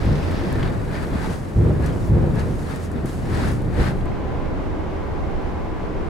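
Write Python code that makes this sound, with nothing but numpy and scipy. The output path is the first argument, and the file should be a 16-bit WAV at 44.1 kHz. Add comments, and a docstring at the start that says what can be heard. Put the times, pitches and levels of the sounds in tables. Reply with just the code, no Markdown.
"""A deep boom and a wash of slush, heard close up as an icebreaker's bow rides onto sea ice.
Floes grind and creak along the steel, the ice snaps, crunches in surges and sheds hissing powder,
and loose blocks knock on the bow. Breaking slabs ring the hull, then rumble as they roll under it.
Three thin, bright clicks stand apart from the ice. After four seconds the microphone is on the
open deck: wind, a steady engine rumble and a thin machinery whine."""
import sys
import numpy as np
from scipy import signal
from scipy.fft import rfft, irfft
from scipy.io import wavfile

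SR = 44100
rng = np.random.default_rng(int(sys.argv[2]) if len(sys.argv) > 2 else 0)


def wrap_up_sound(samples):
    """Save the sound to the file named by the first command line argument, as 16-bit audio."""
    columns = np.atleast_2d(samples).T
    # keep every value between -1 and 1, then stretch to whole-number steps
    tamed = np.clip(columns, -1, 1)
    steps = np.round(tamed * 32767).astype(np.int16)
    wavfile.write(sys.argv[1], SR, steps)


N = 268569
T = np.arange(N) / SR
FREQ = np.maximum(np.fft.rfftfreq(N, 1 / SR), 1)
TOP_HZ = 15850

# Tone colours at the microphone. Each row: frequency in Hz, relative spectral density in dB.
DECK_COLOUR = [(11, -25), (18, 4), (36, -6), (83, -7), (99, -13.5), (128, -10.5), (152, -16), (180, -13.5),
               (226, -15.5), (317, -14), (355, -14), (1020, -26.5), (1310, -30), (2130, -37), (3300, -45.5),
               (4900, -52), (8500, -61.5), (16000, -72)]
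SLUSH_COLOUR = [(1500, 2), (2300, 1), (2800, -2), (4000, -4), (5200, -5), (6300, -12), (9000, -41)]
POWDER_COLOUR = [(2000, 1), (3500, -2), (5500, -0.5), (7500, -1), (10500, -3.5), (11800, -7), (13000, -15),
                 (16000, -16)]
CRUNCH_COLOUR = [(300, -15), (600, -1), (900, -4), (1250, -3.5), (1750, -2.5), (2300, -10), (3100, -17),
                 (4700, -18), (6500, -40), (10000, -38), (16000, -66)]
GRIND_COLOUR = [(18, -17), (28, 7), (45, -2.5), (85, 4), (120, 0), (180, -2), (280, -7), (370, -7.5),
                (520, -13), (750, -18.5), (1100, -23.5), (2200, -36), (4000, -59)]
RATTLE_COLOUR = [(110, -12), (175, 2), (225, -2), (290, -1), (350, 3), (420, -4.5), (490, -3), (560, -10),
                 (660, -16), (1000, -19.5), (1400, -27), (2000, -31), (3000, -39), (4700, -49), (7000, -70)]
# Stereo image on deck and at the bow. Each row: frequency in Hz, correlation of left and right.
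DECK_IMAGE = [(60, 0.28), (290, 0.25), (1400, 0.28), (15000, 0.3)]
BOW_IMAGE = [(40, 0.49), (120, 0.72), (300, 0.5), (700, 0.2), (1500, 0.25), (3100, 0.25), (6800, 0.7),
             (14000, 0.71)]
# Engine hum and machinery whine. Each row: frequency in Hz, rms level in dB.
MACHINE_TONES = [(79.5, -39), (314, -42.5), (535, -53), (627, -55), (705, -55), (773, -54), (787, -51.5),
                 (851, -50), (941, -54), (1005, -46.8), (1082, -53), (1154, -55.5), (1181, -61),
                 (1384, -61), (1550, -59), (1685, -63), (1929, -62), (2072, -64), (2170, -60.5),
                 (2848, -72), (3112, -71)]
# Ice creaking under load. Each row: centre in seconds, rms level in dB, pitch in Hz,
# half length in seconds.
ICE_CREAKS = [(.11, -50, 1785, .09), (.36, -50, 1790, .1), (.55, -46, 1780, .07), (.975, -45, 1800, .03),
              (1.2, -45, 1760, .035), (1.85, -45, 1690, .027), (2.384, -45.5, 1690, .027),
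              (2.69, -45, 1210, .025)]
# Loose blocks on the bow. Each row: start in seconds, level in dB, pitch in Hz, decay in seconds.
BLOCK_KNOCKS = [(.046, -22, 345, .02), (.112, -12.5, 150, .042), (.428, -19, 340, .02),
                (.475, -21, 170, .02), (.55, -21, 345, .02), (.618, -16, 135, .025),
                (1.068, -23, 350, .014), (1.146, -18.5, 200, .016), (1.243, -24.5, 880, .014),
                (1.272, -18, 185, .018), (1.704, -18, 600, .007), (2.237, -20, 550, .009),
                (2.955, -22, 230, .025), (3.043, -16.5, 350, .009), (3.048, -15, 150, .011),
                (3.787, -16.5, 345, .022)]
# The ring of a loose block. Each row: multiple of its pitch, relative level in dB.
BLOCK_MODES = [(.3, -4), (1, 0), (1.37, -8), (2.2, -16)]
# Short, sharp sounds. Each row: start in seconds, level in dB, centre in Hz, decay in seconds,
# share of clean impulse from 0 to 1.
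TRANSIENTS = [(.058, -32, 9000, .001, .85), (.157, -30, 3300, .005, .35), (.229, -26, 2200, .008, .25),
              (.313, -36, 9500, .006, .25), (.5277, -24, 10000, .001, .9), (.629, -23.5, 2700, .006, .25),
              (.677, -27.5, 3000, .003, .5), (.951, -26.5, 2100, .007, .35), (1.052, -45, 12000, .004, .2),
              (1.823, -35, 6000, .002, .5), (1.861, -25.5, 6500, .006, .5), (2.074, -36, 10100, .001, .8),
              (2.357, -33, 7000, .002, .5), (2.395, -27.5, 5500, .008, .5), (2.759, -32, 8500, .007, .4),
              (2.845, -42, 7000, .007, .3), (2.915, -40, 7500, .007, .3), (3.0575, -28, 10000, .003, .55),
              (3.619, -41.5, 8900, .0035, .35), (3.741, -41, 8500, .003, .45),
              (4.057, -36, 8500, .001, .75)]
# Three thin, bright clicks; the other rows are ice cracks.
CLICKS = [row for row in TRANSIENTS if row[0] in (.5277, 3.0575, 4.057)]
ICE_CRACKS = [row for row in TRANSIENTS if row not in CLICKS]
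# Snow sliding off the floes. Each row: peak time in seconds, level in dB, rise and fall in seconds.
SNOW_SPILLS = [(1.031, -57.5, 0.17, 0.11), (1.33, -53.5, 0.086, 0.09), (1.62, -63.5, 1.4, 0.55),
               (2.05, -57.5, 0.17, 0.06), (2.628, -57.5, 0.35, 0.15), (2.845, -53.5, 0.054, 0.033),
               (3.1, -54, 0.03, 0.15), (3.53, -53, 0.078, 0.052)]
# Ice crushed at the bow. Each row: peak time in seconds, crunch, powder and grinding levels in dB,
# rise and fall of the crunch in seconds.
CRUSH_SURGES = [(.36, -45, -59, -29.5, 0.79, 0.58), (.645, -41, -69, -32.5, 0.074, 0.075),
                (.96, -40, -64, -53, 0.062, 0.068), (1.033, -42.5, -62, -34, 0.024, 0.033),
                (1.155, -42.5, -60, -31.5, 0.067, .045), (1.24, -39, -53.5, -33.5, 0.081, 0.051),
                (1.31, -44, -59, -34.5, 0.035, 0.051), (1.865, -42.5, -57, -35, 0.059, 0.06),
                (2.397, -41.5, -57, -46, 0.057, 0.049), (2.72, -43.5, -56, -35, 0.066, 0.077),
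                (2.97, -51, -79, -33.5, 0.043, 0.07), (3.058, -48, -53.5, -41, 0.0041, 0.055),
                (3.385, -38, -51, -29.5, 0.11, 0.082), (3.47, -39, -52, -29, 0.061, 0.067),
                (3.815, -37.5, -53, -35, 0.072, 0.052), (3.865, -36, -53, -32.5, 0.046, 0.053)]
# Slabs rolling under the hull. Each row: peak time in seconds, rumble and scraping levels in dB,
# rise and fall in seconds.
SLAB_ROLLS = [(1.86, -26.5, -34.5, 0.15, 0.21), (2.39, -24, -33, 0.5, 0.27), (3.6, -25, -39, 0.58, 0.7),
              (4.6, -33, -50, 0.21, 0.21)]
# Slabs breaking. Each row: start in seconds, force in dB, length in seconds, rattle level in dB,
# hardness as the frequency in Hz above which the blow weakens.
SLAB_BREAKS = [(.064, 4, .055, -29, 105), (1.128, -12, .04, -37, 300), (1.561, 2.5, .135, -24, 300),
               (1.9, -17, .05, -30.5, 300), (2.095, 2, .125, -25, 300), (2.434, -15, .05, -30.5, 300),
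               (3.761, -11, .022, -27, 300), (3.801, 8, .022, -35, 75)]
# The ring of the hull. Each row: frequency in Hz, relative level in dB,
# decay as a share of the break's length.
HULL_MODES = [(60, -7.5, .8), (79, -7.5, .9), (108, -3, .7), (148, -8, 1.0), (172, -11, 1.0),
              (248, -17, .4), (325, -17, .8)]


def undb(db):
    """Decibels to gain."""
    return 10 ** (np.asarray(db) / 20)


def across(points):
    """(Hz, value) points joined on a log-frequency axis."""
    hz, value = np.transpose(points)
    return np.interp(np.log(FREQ), np.log(hz), value)


def resonance(hz, width):
    """Response of one damped resonance, gain 1 at its centre."""
    return 1 / (1 + 1j * (FREQ ** 2 - hz ** 2) / (FREQ * width))


def lowpass(x, hz, slope=4):
    """Roll off the treble above hz."""
    return irfft(rfft(x) / (1 + (FREQ / hz) ** slope), N)


def resonate(x, hz, width):
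    """Pass a signal twice through one resonance."""
    return irfft(rfft(x) * resonance(hz, width) ** 2, N)


def unit(x):
    """Scale to rms 1."""
    return x / np.sqrt(np.mean(x ** 2))


def walk(hz):
    """Smooth random wandering, spread 1."""
    return unit(lowpass(rng.standard_normal(N), hz))


def pan(db):
    """Left and right gains for a level difference; positive is left."""
    return undb(np.array([[db], [-db]]) / 2)


def swell(peak, rise, fall):
    """A load that builds to a rounded crest of 1 and lets go."""
    away = np.maximum((peak - T) / rise, (T - peak) / fall)
    return np.exp(-np.minimum(away, 20) ** 1.84)


def grains(per_s, spread_db):
    """Two unrelated streams of tiny fractures: many faint, a few strong."""
    happens = rng.random((2, N)) < per_s / SR
    size = undb(spread_db * np.minimum(rng.exponential(size=(2, N)), 5))
    return happens * size * rng.choice([-1, 1], (2, N))


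def voice(pair, colour, image=BOW_IMAGE, band_hz=(20, TOP_HZ)):
    """Colour two streams as mid and side and decode to stereo; the mid has rms 1 inside the band."""
    mid, side = rfft(pair) * undb(across(colour)) * FREQ ** 2 / (FREQ ** 2 + 10 ** 2)
    alike = np.clip(across(image), 0, 1)
    side = side * np.sqrt((1 - alike) / (1 + alike))
    inside = irfft(mid * (FREQ > band_hz[0]) * (FREQ < band_hz[1]), N)
    return irfft(np.array([mid + side, mid - side]), N) / inside.std()


def transient(start, db, hz, decay, clean):
    """An impulse and a short tail of noise through one broad resonance."""
    impulse = np.arange(N) == int(start * SR)
    tail = rng.standard_normal(N) * (T >= start) * np.exp(-np.abs(T - start) / decay)
    width = hz * np.interp(hz, (600, 6000), (.5, 1.3))  # dull ones ring more narrowly
    parts = lowpass(resonate(np.array([impulse, tail]), hz, width), hz=14500, slope=8)
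    weights = np.array([clean, 1 - clean]) / np.abs(parts).max(axis=1)
    return undb(db) * (weights @ parts) * pan(db=.91 * rng.standard_normal())


def machinery():
    """Wavering engine and machinery tones, reflected off the superstructure to the microphone."""
    sound = np.zeros((2, N))
    for hz, db in MACHINE_TONES:
        phase = 2 * np.pi * np.cumsum(hz * (1 + .0016 * walk(7.56))) / SR
        paths = .55 * np.array([walk(1.5), walk(3)])  # each side gets its own phase
        sound += np.sqrt(2) * undb(db + 1.4 * walk(6)) * np.sin(phase + paths)
    return sound


def deck():
    """Out on deck: engine rumble swells first, then at 4.05 s the scene changes and the wind and machinery come
    in at once."""
    arrival = np.clip((T - 3.6) / .32, 0, 1)
    upper_in = np.clip((T - 4.045) / .015, 0, 1)
    deck_db, muted_db = -27, -5
    air = voice(rng.standard_normal((2, N)), DECK_COLOUR, DECK_IMAGE)
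    low = lowpass(air, hz=110)
    gusts = undb(1.6 * np.array([walk(12), walk(12)]))  # buffet each side separately
    rumble = low * gusts * pan(db=-2)
    flutter = undb(.4 * walk(7))
    rush = (air - low) * flutter * undb(muted_db * (1 - upper_in))
    return ((rumble + rush) * undb(deck_db) + machinery() * upper_in) * arrival


def clicks():
    """Three thin, bright clicks."""
    return sum(transient(*row) for row in CLICKS)


def slush():
    """Wet brash ice fizzes and crackles past the bow, then dies away."""
    fizz = voice(grains(per_s=6500, spread_db=0), SLUSH_COLOUR)
    crackle = voice(grains(per_s=260, spread_db=2.3), SLUSH_COLOUR)
    wash = unit(fizz + .8 * crackle) * undb(.9 * walk(25))
    level_db, hold_s, fall_db_per_s = -41, .53, 148
    return wash * undb(level_db - fall_db_per_s * np.maximum(T - hold_s, 0)) * pan(db=-1)


def creaks():
    """Loaded ice sticks and slips on the steel: a rough, wavering squeak just right of centre."""
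    sound = np.zeros(N)
    sag_hz_per_s = 150  # the pitch sinks as the ice yields
    waver = 1 + .008 * walk(40) + .012 * walk(400)
    rasp = unit(undb(3.5 * walk(120)))
    for centre, db, hz, half_length in ICE_CREAKS:
        phase = 2 * np.pi * np.cumsum((hz - sag_hz_per_s * (T - centre)) * waver) / SR
        envelope = np.exp(-((T - centre) / half_length) ** 2)
        sound += np.sqrt(2) * undb(db) * rasp * np.sin(phase) * envelope
    return sound * pan(db=-1)


def knocks():
    """Loose blocks bump the bow and ring briefly, each at its own pitch."""
    sound = np.zeros(N)
    for start, db, hz, decay in BLOCK_KNOCKS:
        age = np.maximum(T - start, 0)
        blow = undb(db) * (1 - np.exp(-age / .001)) * np.exp(-age / decay)
        for ratio, mode_db in BLOCK_MODES:
            sound += blow * undb(mode_db) * np.sin(2 * np.pi * ratio * hz * age)
    return sound


def cracks():
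    """Ice cracks close by: one clean fracture, then a crumble that dies in milliseconds."""
    return sum(transient(*row) for row in ICE_CRACKS)


def powder():
    """Fine powder hisses off the ice, with single crystals crackling out of it."""
    band_hz = (7000, 12000)
    hiss = voice(grains(per_s=16000, spread_db=2), POWDER_COLOUR, band_hz=band_hz)
    crystals = voice(grains(per_s=200, spread_db=2.3), POWDER_COLOUR, band_hz=band_hz)
    return hiss + undb(-9.5) * crystals


def splinters(crushing):
    """Coarse bright chips that fly when the load is high."""
    chips = resonate(grains(per_s=420, spread_db=1.7), hz=4500, width=3000)
    chips = unit(lowpass(chips, hz=6200, slope=8))
    full_load = .75 * crushing.max()
    return chips * undb(-11.5) * crushing * np.minimum(crushing / full_load, 1) ** 2


def chunks():
    """Pieces crumble off the floe edge and ring briefly; small ones are higher and fainter."""
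    per_s, low_hz, high_hz, decay_cycles, spread_db = 130, 750, 4200, 13, 2.6
    sound = np.zeros((2, N))
    for when, smallness, luck, place in rng.random((int(per_s * T[-1]), 4)):
        hz = low_hz * (high_hz / low_hz) ** smallness
        start = int(when * N)
        age = T[:min(N - start, SR // 10)]
        size = undb(spread_db * min(-np.log(1 - luck), 3)) * (low_hz / hz) ** .4
        ring = size * np.exp(-age * hz / decay_cycles) * np.sin(2 * np.pi * hz * age)
        sound[:, start:start + len(age)] += ring * np.sqrt([[place], [1 - place]])
    return unit(sound)


def loads():
    """Strength of grinding, crushing and shedding: contact, surges, rolls and spills sum in power."""
    grinding, crushing, shedding = (np.full(N, undb(db) ** 2) for db in (-34, -51.5, -64))
    grind_stretch, powder_lag_s = 1.4, .0024  # grinding moves more slowly; powder trails the crush
    for peak, crunch_db, powder_db, grind_db, rise, fall in CRUSH_SURGES:
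        grinding += (undb(grind_db) * swell(peak, grind_stretch * rise, grind_stretch * fall)) ** 2
        crushing += (undb(crunch_db) * swell(peak, rise, fall)) ** 2
        shedding += (undb(powder_db) * swell(peak + powder_lag_s, rise, fall)) ** 2
    for peak, _, scrape_db, rise, fall in SLAB_ROLLS:
        grinding += (undb(scrape_db) * swell(peak, rise, fall)) ** 2
    for peak, db, rise, fall in SNOW_SPILLS:
        shedding += (undb(db) * swell(peak, rise, fall)) ** 2
    return np.sqrt([grinding, crushing, shedding])


def floes():
    """Floes judder along the steel, crush into grains left of centre and shed fine powder."""
    grind = voice(grains(per_s=2500, spread_db=1.5), GRIND_COLOUR, band_hz=(170, 550))
    crunch = voice(grains(per_s=4500, spread_db=.7), CRUNCH_COLOUR, band_hz=(1300, 3000))
    hiss = powder()
    fits = undb(.5 * walk(32))  # the ice gives way in fits: crunch and powder flicker together
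    grinding, crushing, shedding = loads()
    sound = grind * grinding
    sound += crunch * crushing * fits * pan(db=4)
    sound += splinters(crushing) * pan(db=1.5)
    sound += chunks() * crushing * undb(-4) * pan(db=3)
    sound += hiss * shedding * fits * pan(db=-1)
    end_s, fade_s = 4.1, .091
    return sound * np.clip((end_s - T) / fade_s, 0, 1)


def dull_blows():
    """A run of dull blows inside the ice, much alike left and right."""
    mid, side = unit(resonate(grains(per_s=1500, spread_db=.5), hz=86.6, width=165))
    return mid + undb(-6.5) * np.array([side, -side])


def rolling_slabs():
    """Broken slabs rumble as they turn over, down under the hull."""
    power = sum((undb(db) * swell(peak, rise, fall)) ** 2 for peak, db, _, rise, fall in SLAB_ROLLS)
    return dull_blows() * np.sqrt(power)


def booms():
    """A slab breaks with one blow and a run of smaller ones; the hull rings and pieces rattle on it."""
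    ring, strain, tumble = np.zeros((3, N))
    for start, db, length, rattle_db, hard_hz in SLAB_BREAKS:
        age = np.maximum(T - start, 0)
        force = undb(db) * (1 - np.exp(-age / .004))
        # a soft, broad contact rings only the lowest modes
        reach = lambda hz: 1 / np.hypot(1, (hz / hard_hz) ** 2)
        for hz, mode_db, share in HULL_MODES:
            mode = np.exp(-age / (share * length)) * np.sin(2 * np.pi * hz * age)
            ring += force * reach(hz) * undb(mode_db) * mode
        strain += force * reach(110) * np.exp(-age / length)
        # the pieces gather speed, hit hardest about one length later and settle
        late = age / (.85 * length)
        tumble += undb(rattle_db) * late * np.exp((1 - late ** 2) / 2)
    swing = .52 * ring + .12 * strain * dull_blows()
    # the widest swings flatten, yet the boom stays muffled
    boom = lowpass(.33 * np.tanh(swing / .33), hz=600)
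    rattle = voice(grains(per_s=1100, spread_db=2), RATTLE_COLOUR)
    return boom + tumble * rattle


def scene():
    """Close to the bow in the ice, then out on the open deck."""
    bow = floes() + slush() + booms() + rolling_slabs() + cracks()
    return bow + clicks() + knocks() + creaks() + deck()


def record(dry):
    """The sound fades in and out over 4 ms, and the recorder cuts the top."""
    faded = dry * np.minimum(np.minimum(T, T[-1] - T) / .004, 1)
    return signal.sosfilt(signal.ellip(10, .1, 80, TOP_HZ, fs=SR, output="sos"), faded)


dry = scene()
out = record(dry)
wrap_up_sound(out)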